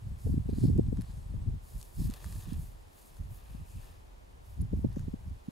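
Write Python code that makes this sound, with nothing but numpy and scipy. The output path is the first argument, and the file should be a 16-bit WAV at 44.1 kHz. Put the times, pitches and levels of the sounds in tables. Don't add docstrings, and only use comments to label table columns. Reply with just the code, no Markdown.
import sys
import numpy as np
from scipy import signal
from scipy.fft import rfft, irfft
from scipy.io import wavfile
from scipy.ndimage import map_coordinates

SR = 44100
rng = np.random.default_rng(int(sys.argv[2]) if len(sys.argv) > 2 else 0)


def log_audio(samples):
    frames = np.atleast_2d(samples).T
    limited = np.clip(frames, -1, 1)
    pcm = np.round(limited * 32767).astype(np.int16)
    wavfile.write(sys.argv[1], SR, pcm)


N = 242991
TIME = np.arange(N) / SR


# (time at full strength [s], hold [s], level [dB])
GUSTS = [(0.054, 0.082, -39), (0.268, .12, -29.5), (0.465, 0.12, -33), (0.628, .2, -26), (0.88, .12, -31.5),
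         (1.098, .16, -42), (1.313, 0.11, -38), (1.478, 0.049, -31.5), (1.761, 0.015, -38),
         (1.996, .1, -32), (2.259, .13, -39), (2.488, 0.14, -37), (3.211, 0.028, -37.5),
         (3.301, 0.029, -40.5), (3.51, 0.126, -43.5), (3.756, 0.0315, -40), (4.604, 0.023, -32),
         (4.74, .13, -32.5), (4.952, 0.13, -36), (5.272, 0.061, -40)]
# (time [s], level [dB])
BREEZE = [(0, -50), (1.1, -46), (1.85, -52), (2.7, -47.5), (2.97, -61.5), (3.2, -50.5), (3.9, -51),
          (4.2, -54), (4.55, -48), (5.15, -44.5), (5.4, -58.5)]
# (frequency [Hz], level [dB])
RUMBLE_EQ = [(12, -23), (30, 0.5), (60, 6), (100, 1.5), (160, -6), (240, -18), (340, -29.5), (480, -46.5),
             (800, -95), (1500, -100)]
def wind(level_db=-1, reference_db=-34, quickening=0.2, lumpy_db=4):
    gusts = sum(swell_power(s, hold, db, attack_s=0.017, release_s=0.033) for s, hold, db in GUSTS)
    breeze = gain_of(np.interp(TIME, *np.transpose(BREEZE))) ** 2
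    pressure_db = 10 * np.log10(breeze + gusts) + lumpy_db * np.tanh(wander(rate_hz=40))
    speed = gain_of(quickening * (pressure_db - reference_db))
    travelled = np.cumsum(speed) % (N - 1)
    eddies = unit_rms(coloured(rng.standard_normal((2, N)), RUMBLE_EQ))
    power = signal.oaconvolve(eddies ** 2, np.hanning(2600)[None], "same", axes=1)
    eddies = unit_rms(eddies / np.sqrt(power))
    swept = np.array([map_coordinates(row, [travelled], order=3, mode="wrap") for row in eddies])
    return gain_of(level_db + pressure_db) * swept


# (time [s], thump level [dB], swirl level [dB])
BUFFETS = [(0.266, -32.5, -46), (0.291, -27, -53), (0.338, -23, -58), (0.375, -24, -58.5),
           (0.488, -24, -43.5), (0.527, -27.5, -49.5), (0.581, -25, -52), (0.636, -17.5, -44),
           (0.648, -20.5, -48), (0.696, -21.5, -50.5), (0.785, -21, -41), (0.79, -18, -34.5),
           (0.924, -24, -48.5), (0.987, -26, -58), (1.338, -34.5, -57.5), (2.014, -28.5, -68),
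           (2.093, -27.5, -65), (2.52, -27.5, -68), (3.545, -35, -70), (4.73, -25, -43.5),
           (4.788, -29.5, -64), (4.843, -18, -39.5), (4.966, -25.5, -50), (5.078, -29, -55),
           (5.136, -26, -57), (5.482, -28, -68)]
# (frequency [Hz], level [dB])
SWIRL_EQ = [(150, -11), (300, -2), (400, 2), (510, -9), (760, -23), (1200, -44), (2500, -80)]
def buffets(level_db=-1, swirl_trim_db=6, eddy_hz=200, reference_db=-28, quickening=0.16,
            shove_s=0.0024, burst_s=0.0043, lag_s=0.00491):
    out = np.zeros((2, N))
    t = np.arange(-1024, 1024) / SR
    burst = bell(t, burst_s)
    for s, db, swirl_db in BUFFETS:
        hz = eddy_hz * gain_of(quickening * (db - reference_db))
        shove = bell(t, shove_s) * np.sin(2 * np.pi * (hz * t + rng.random((2, 1))))
        swirls = burst * coloured(rng.standard_normal((2, len(t))), SWIRL_EQ)
        swirls *= np.linalg.norm(burst) / np.linalg.norm(swirls, axis=1, keepdims=True)
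        hit = gain_of(db + level_db) * shove + gain_of(swirl_db + swirl_trim_db) * swirls
        add(out, s + lag_s + t[0], hit)
    return out


# (time [s], level [dB])
STIR = [(0, -74), (1.3, -73.5), (1.55, -77), (2.3, -74.5), (3.8, -74.5), (4.35, -81), (4.9, -76),
        (5.5, -76)]
def stir_power():
    return gain_of(np.interp(TIME, *np.transpose(STIR))) ** 2


# (time at full speed [s], hold [s], level [dB], top-end lift [dB])
SWISHES = [(0.243, 0.035, -63.5, 2), (0.613, 0.027, -59.5, -12), (1.073, 0.11, -69.5, -8),
           (1.683, 0.055, -65, 5), (1.798, 0.044, -62, 5.5), (2.004, 0.044, -57.5, 6), (2.158, .04, -66, 8),
           (2.272, .15, -59, 4), (2.505, .02, -67.5, 2), (2.616, .015, -62.5, 7), (2.973, .02, -70, 9),
           (3.039, 0.024, -65.5, 6), (3.179, .01, -72, 3), (3.345, 0.012, -67, 10.5), (3.51, 0.059, -71, 5),
           (3.714, .01, -65, 1), (3.845, 0.018, -68, 5), (4.49, 0.027, -72, 7), (4.779, .01, -73.5, 4.5),
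           (4.967, .02, -78, 4)]
# (frequency [Hz], level [dB])
SWISH_EQ = [(1500, -36), (3300, -13.5), (4600, -5.5), (5800, -9.5), (7000, -4.5), (9000, -2.5),
            (11000, -4.5), (12300, -5), (13500, -9.5), (15500, -12.5)]
def leg_swishes(level_db=-1.5, flutter_db=1, crossover_hz=12000):
    body_power, top_power = stir_power(), stir_power()
    for s, hold, db, lift_db in SWISHES:
        stroke = swell_power(s, hold, db, attack_s=0.042, release_s=0.076)
        body_power += stroke
        top_power += stroke * gain_of(lift_db) ** 2
    hiss = unit_rms(coloured(crackle(per_s=1800, spread_db=2, grain_share=0.55), SWISH_EQ))
    top = signal.sosfiltfilt(signal.butter(3, crossover_hz, "high", fs=SR, output="sos"), hiss)
    swish = (hiss - top) * np.sqrt(body_power) + top * np.sqrt(top_power)
    return swish * gain_of(level_db + flutter_db * wander(rate_hz=33))


# (time at full weight [s], hold [s], level [dB])
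TREADS = [(0.498, 0.075, -72), (0.61, 0.038, -68.5), (0.996, 0.09, -73), (1.753, .1, -75),
          (2.02, 0.069, -67), (2.15, 0.19, -64), (2.438, 0.075, -65), (3.0, 0.15, -76), (3.354, .2, -72.5),
          (3.82, 0.037, -67.5), (4.933, 0.048, -71.5)]
# (frequency [Hz], level [dB])
CRUNCH_EQ = [(300, 12.5), (700, 8.5), (1150, 11.5), (1400, 1.5), (1750, 6), (2200, -10.5), (2700, -0.5),
             (3500, 6.5), (4500, 1), (5800, -3.5), (7500, -8), (15000, -60)]
def footfalls(level_db=0.5, stir_db=-3, clump_db=2):
    weight = sum(swell_power(s, hold, db, attack_s=0.027, release_s=0.12) for s, hold, db in TREADS)
    envelope = np.sqrt(weight + stir_power() * gain_of(stir_db) ** 2)
    crunch = unit_rms(coloured(crackle(per_s=700, spread_db=2, grain_share=0.47), CRUNCH_EQ))
    return crunch * envelope * gain_of(level_db + clump_db * wander(rate_hz=88))


# (peak time [s], level [dB], half length [s], pitch [Hz])
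SCRAPES = [(0.286, -76.5, .05, 4530), (0.573, -67, 0.048, 4160), (0.665, -63.5, 0.026, 4620),
           (1.09, -69.5, 0.029, 4130), (1.814, -83, .04, 4630), (2.03, -64, 0.031, 4475),
           (2.506, -63, 0.01181, 3320), (3.55, -79.5, 0.17, 2640), (3.806, -81, 0.085, 2660),
           (4.988, -71, 0.025, 6340)]
# (frequency [multiple of the pitch], level [dB])
RASP_EQ = [(.6, -23), (.84, -12), (.97, -2.5), (1.06, -6), (1.18, -4), (1.32, -42), (2.1, -17)]
def stem_scrapes():
    out = np.zeros((2, N))
    slips = crackle(per_s=1200, spread_db=4.5, grain_share=0.69)
    for s, db, half_s, hz in SCRAPES:
        near = np.abs(TIME - s) < np.pi * half_s
        rasp = unit_rms(coloured(slips[:, near], np.multiply(RASP_EQ, [hz, 1])))
        out[:, near] += gain_of(db) * rasp * bell(TIME[near] - s, half_s)
    return out


# (time [s], tip level [dB], stem level [dB])
SNAPS = [(0.5002, -49.5, -72), (0.7763, -49, -75), (0.9704, -53, -49), (1.0094, -45, -53),
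         (1.0175, -43, -56), (1.813, -41, -70), (1.827, -38, -74), (2.1, -41, -58), (2.1089, -43, -55),
         (2.137, -36, -47.5), (2.2426, -43, -46.5), (2.2597, -43, -57), (2.3243, -42, -47),
         (2.5313, -44, -67), (3.168, -53, -60), (4.6099, -49, -75), (4.927, -53, -61), (4.96, -68, -50),
         (4.993, -47, -54)]
# (frequency [Hz], level [dB])
TIP_EQ = [(1500, -54), (2600, -7), (4500, 4), (5800, -2.5), (9000, 5.5), (12000, -1.5), (15500, -12)]
# (frequency [Hz], level [dB])
STEM_EQ = [(400, -6), (1000, -0.5), (1750, -4.5), (2600, -19.5), (6000, -12), (12000, -41)]
def stalk_snaps(tip_trim_db=-7, stem_trim_db=9.02, crack_s=0.00088, splinter_s=0.0038, lag_s=0.00107):
    tips, stems = np.zeros((2, N)), np.zeros((2, N))
    t = np.arange(900) / SR
    decay = np.exp(-t / crack_s) + 0.37 * np.exp(-t / splinter_s)
    for s, tip_db, stem_db in SNAPS:
        kicks = np.sign(rng.standard_normal((2, 2, len(t))))
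        tip, stem = decay * kicks
        add(tips, s + lag_s, gain_of(tip_db + tip_trim_db) * tip)
        add(stems, s + lag_s, gain_of(stem_db + stem_trim_db) * stem)
    return coloured(tips, TIP_EQ) + coloured(stems, STEM_EQ)


# (frequency [Hz], width [Hz], gain [dB])
GRILLE_BANDS = [(1870, 400, 4), (2440, 560, 8.5), (3830, 170, 0.5), (4430, 170, 1), (5190, 140, 5),
                (6430, 800, 2.5), (6860, 310, 1.5), (9460, 76, -3), (9700, 100, -1.5), (10500, 400, 4.5),
                (11430, 180, 5), (12200, 290, -3)]
def grille(rustle, level_db=1):
    bins = np.fft.rfftfreq(N, 1 / SR)
    eq_db = sum(db * bell(bins - hz, width / 2) for hz, width, db in GRILLE_BANDS)
    return irfft(rfft(rustle) * gain_of(level_db + eq_db), N)


# (time [s], level [dB])
TICKS = [(4.6158, -40)]
# (frequency [Hz], level [dB], time to fall 60 dB [s])
TICK_MODES = [(10800, 0, .012), (11400, -8, .008), (7300, -15, .007), (4500, -18, .009)]
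def tick(attack_s=0.0002, lag_s=0.0005, right_db=-2):
    out = np.zeros((2, N))
    t = np.arange(900) / SR
    ring = sum(gain_of(db - 60 * t / t60) * np.sin(2 * np.pi * hz * t) for hz, db, t60 in TICK_MODES)
    ring *= 1 - np.exp(-t / attack_s)
    for s, db in TICKS:
        add(out, s + lag_s, ring * gain_of([[db], [db + right_db]]))
    return out


# (frequency [Hz], level [dB])
MOTOR_NOTES = [(8005, -74.5), (8410, -79), (7610, -84)]
def lens_motor(level_db=1, steps_per_s=25, until_s=2.7, note_chance=0.3):
    step = (TIME * steps_per_s).astype(int)
    note = (rng.random(N)[step] / note_chance).astype(int)
    pips = np.abs(np.sin(np.pi * steps_per_s * TIME)) * (TIME < until_s)
    whine = sum((note == k) * gain_of(level_db + db) * np.sin(2 * np.pi * hz * TIME)
                for k, (hz, db) in enumerate(MOTOR_NOTES))
    return pips * whine


# (frequency [Hz], level [dB])
HUSH_EQ = [(82, -47), (140, 1.5), (302, -3.5), (407, -3), (467, -4.5), (932, -6), (1110, -9.5),
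           (1330, -13.5), (2270, -16), (3500, -17.5), (10800, -25.5), (15700, -30)]
# (frequency [Hz], side over mid [dB])
HUSH_WIDTH = [(60, -10), (110, -5), (200, 1), (380, 5.5), (700, 5.5), (1290, 5.5), (2380, 3), (4400, -2),
              (8120, -4.5), (15000, -9)]
def valley_hush(level_db=-65.5):
    air = unit_rms(coloured(rng.standard_normal((2, N)), HUSH_EQ))
    return gain_of(level_db) * stereo(air, HUSH_WIDTH)


def crackle(per_s, spread_db, grain_share):
    sizes = gain_of(spread_db * np.minimum(rng.exponential(1, N), 4))
    breaks = rng.random(N) < per_s / SR
    grains = unit_rms(sizes * breaks * rng.choice([-1., 1.], (2, N)))
    return np.sqrt(grain_share) * grains + np.sqrt(1 - grain_share) * rng.standard_normal((2, N))


def swell_power(full_s, hold_s, db, attack_s, release_s):
    early = np.maximum(full_s - TIME, 0)
    late = np.maximum(TIME - full_s - hold_s, 0)
    return (gain_of(db) * bell(early, attack_s) * np.exp(-late / release_s)) ** 2


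def bell(x, sigma):
    return np.exp(-(x / sigma) ** 2 / 2)


def wander(rate_hz):
    bins = np.fft.rfftfreq(N, 1 / SR)
    return unit_rms(irfft(rfft(rng.standard_normal(N)) * np.exp(-(bins / rate_hz) ** 2), N))


def gain_of(db):
    return 10 ** (np.asarray(db) / 20)


def unit_rms(x):
    return x / np.sqrt(np.mean(x ** 2) + 1e-20)


def coloured(x, eq):
    hz, db = np.transpose(eq)
    bins = np.fft.rfftfreq(x.shape[-1], 1 / SR)
    curve_db = np.interp(np.log(bins + 1), np.log(hz + 1), db)
    return irfft(rfft(x) * gain_of(curve_db), x.shape[-1])


def stereo(pair, width):
    mid, side = pair[0], coloured(pair[1], width)
    return np.array([mid + side, mid - side])


def add(mix, s, sound):
    part = mix[:, max(round(s * SR), 0):][:, :sound.shape[1]]
    part += sound[:, :part.shape[1]]


# (frequency [Hz], side over mid [dB])
WIND_WIDTH = [(30, -12), (70, -9), (130, -4), (220, -1), (450, 2), (900, 2)]
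# (frequency [Hz], side over mid [dB])
GRASS_WIDTH = [(60, -12), (110, 12), (200, -17), (380, 2), (700, -13), (1290, -2), (2380, -6), (4400, -10),
               (8120, -13.5), (15000, -24)]
def scene(pan_db=0.6):
    rustle = grille(leg_swishes() + footfalls() + stem_scrapes() + stalk_snaps())
    walker = stereo(rustle, GRASS_WIDTH) * gain_of([[pan_db], [-pan_db]])
    rumble = stereo(wind() + buffets(), WIND_WIDTH)
    return rumble + walker + tick() + valley_hush() + lens_motor()


def record(dry, low_cut_hz=18, high_cut_hz=15750):
    heard = signal.sosfilt(signal.butter(2, low_cut_hz, "high", fs=SR, output="sos"), dry)
    high_cut = signal.firwin(511, high_cut_hz, window=("kaiser", 9), fs=SR)
    return signal.oaconvolve(heard, high_cut[None], "same")


dry = scene()
out = record(dry)
log_audio(out)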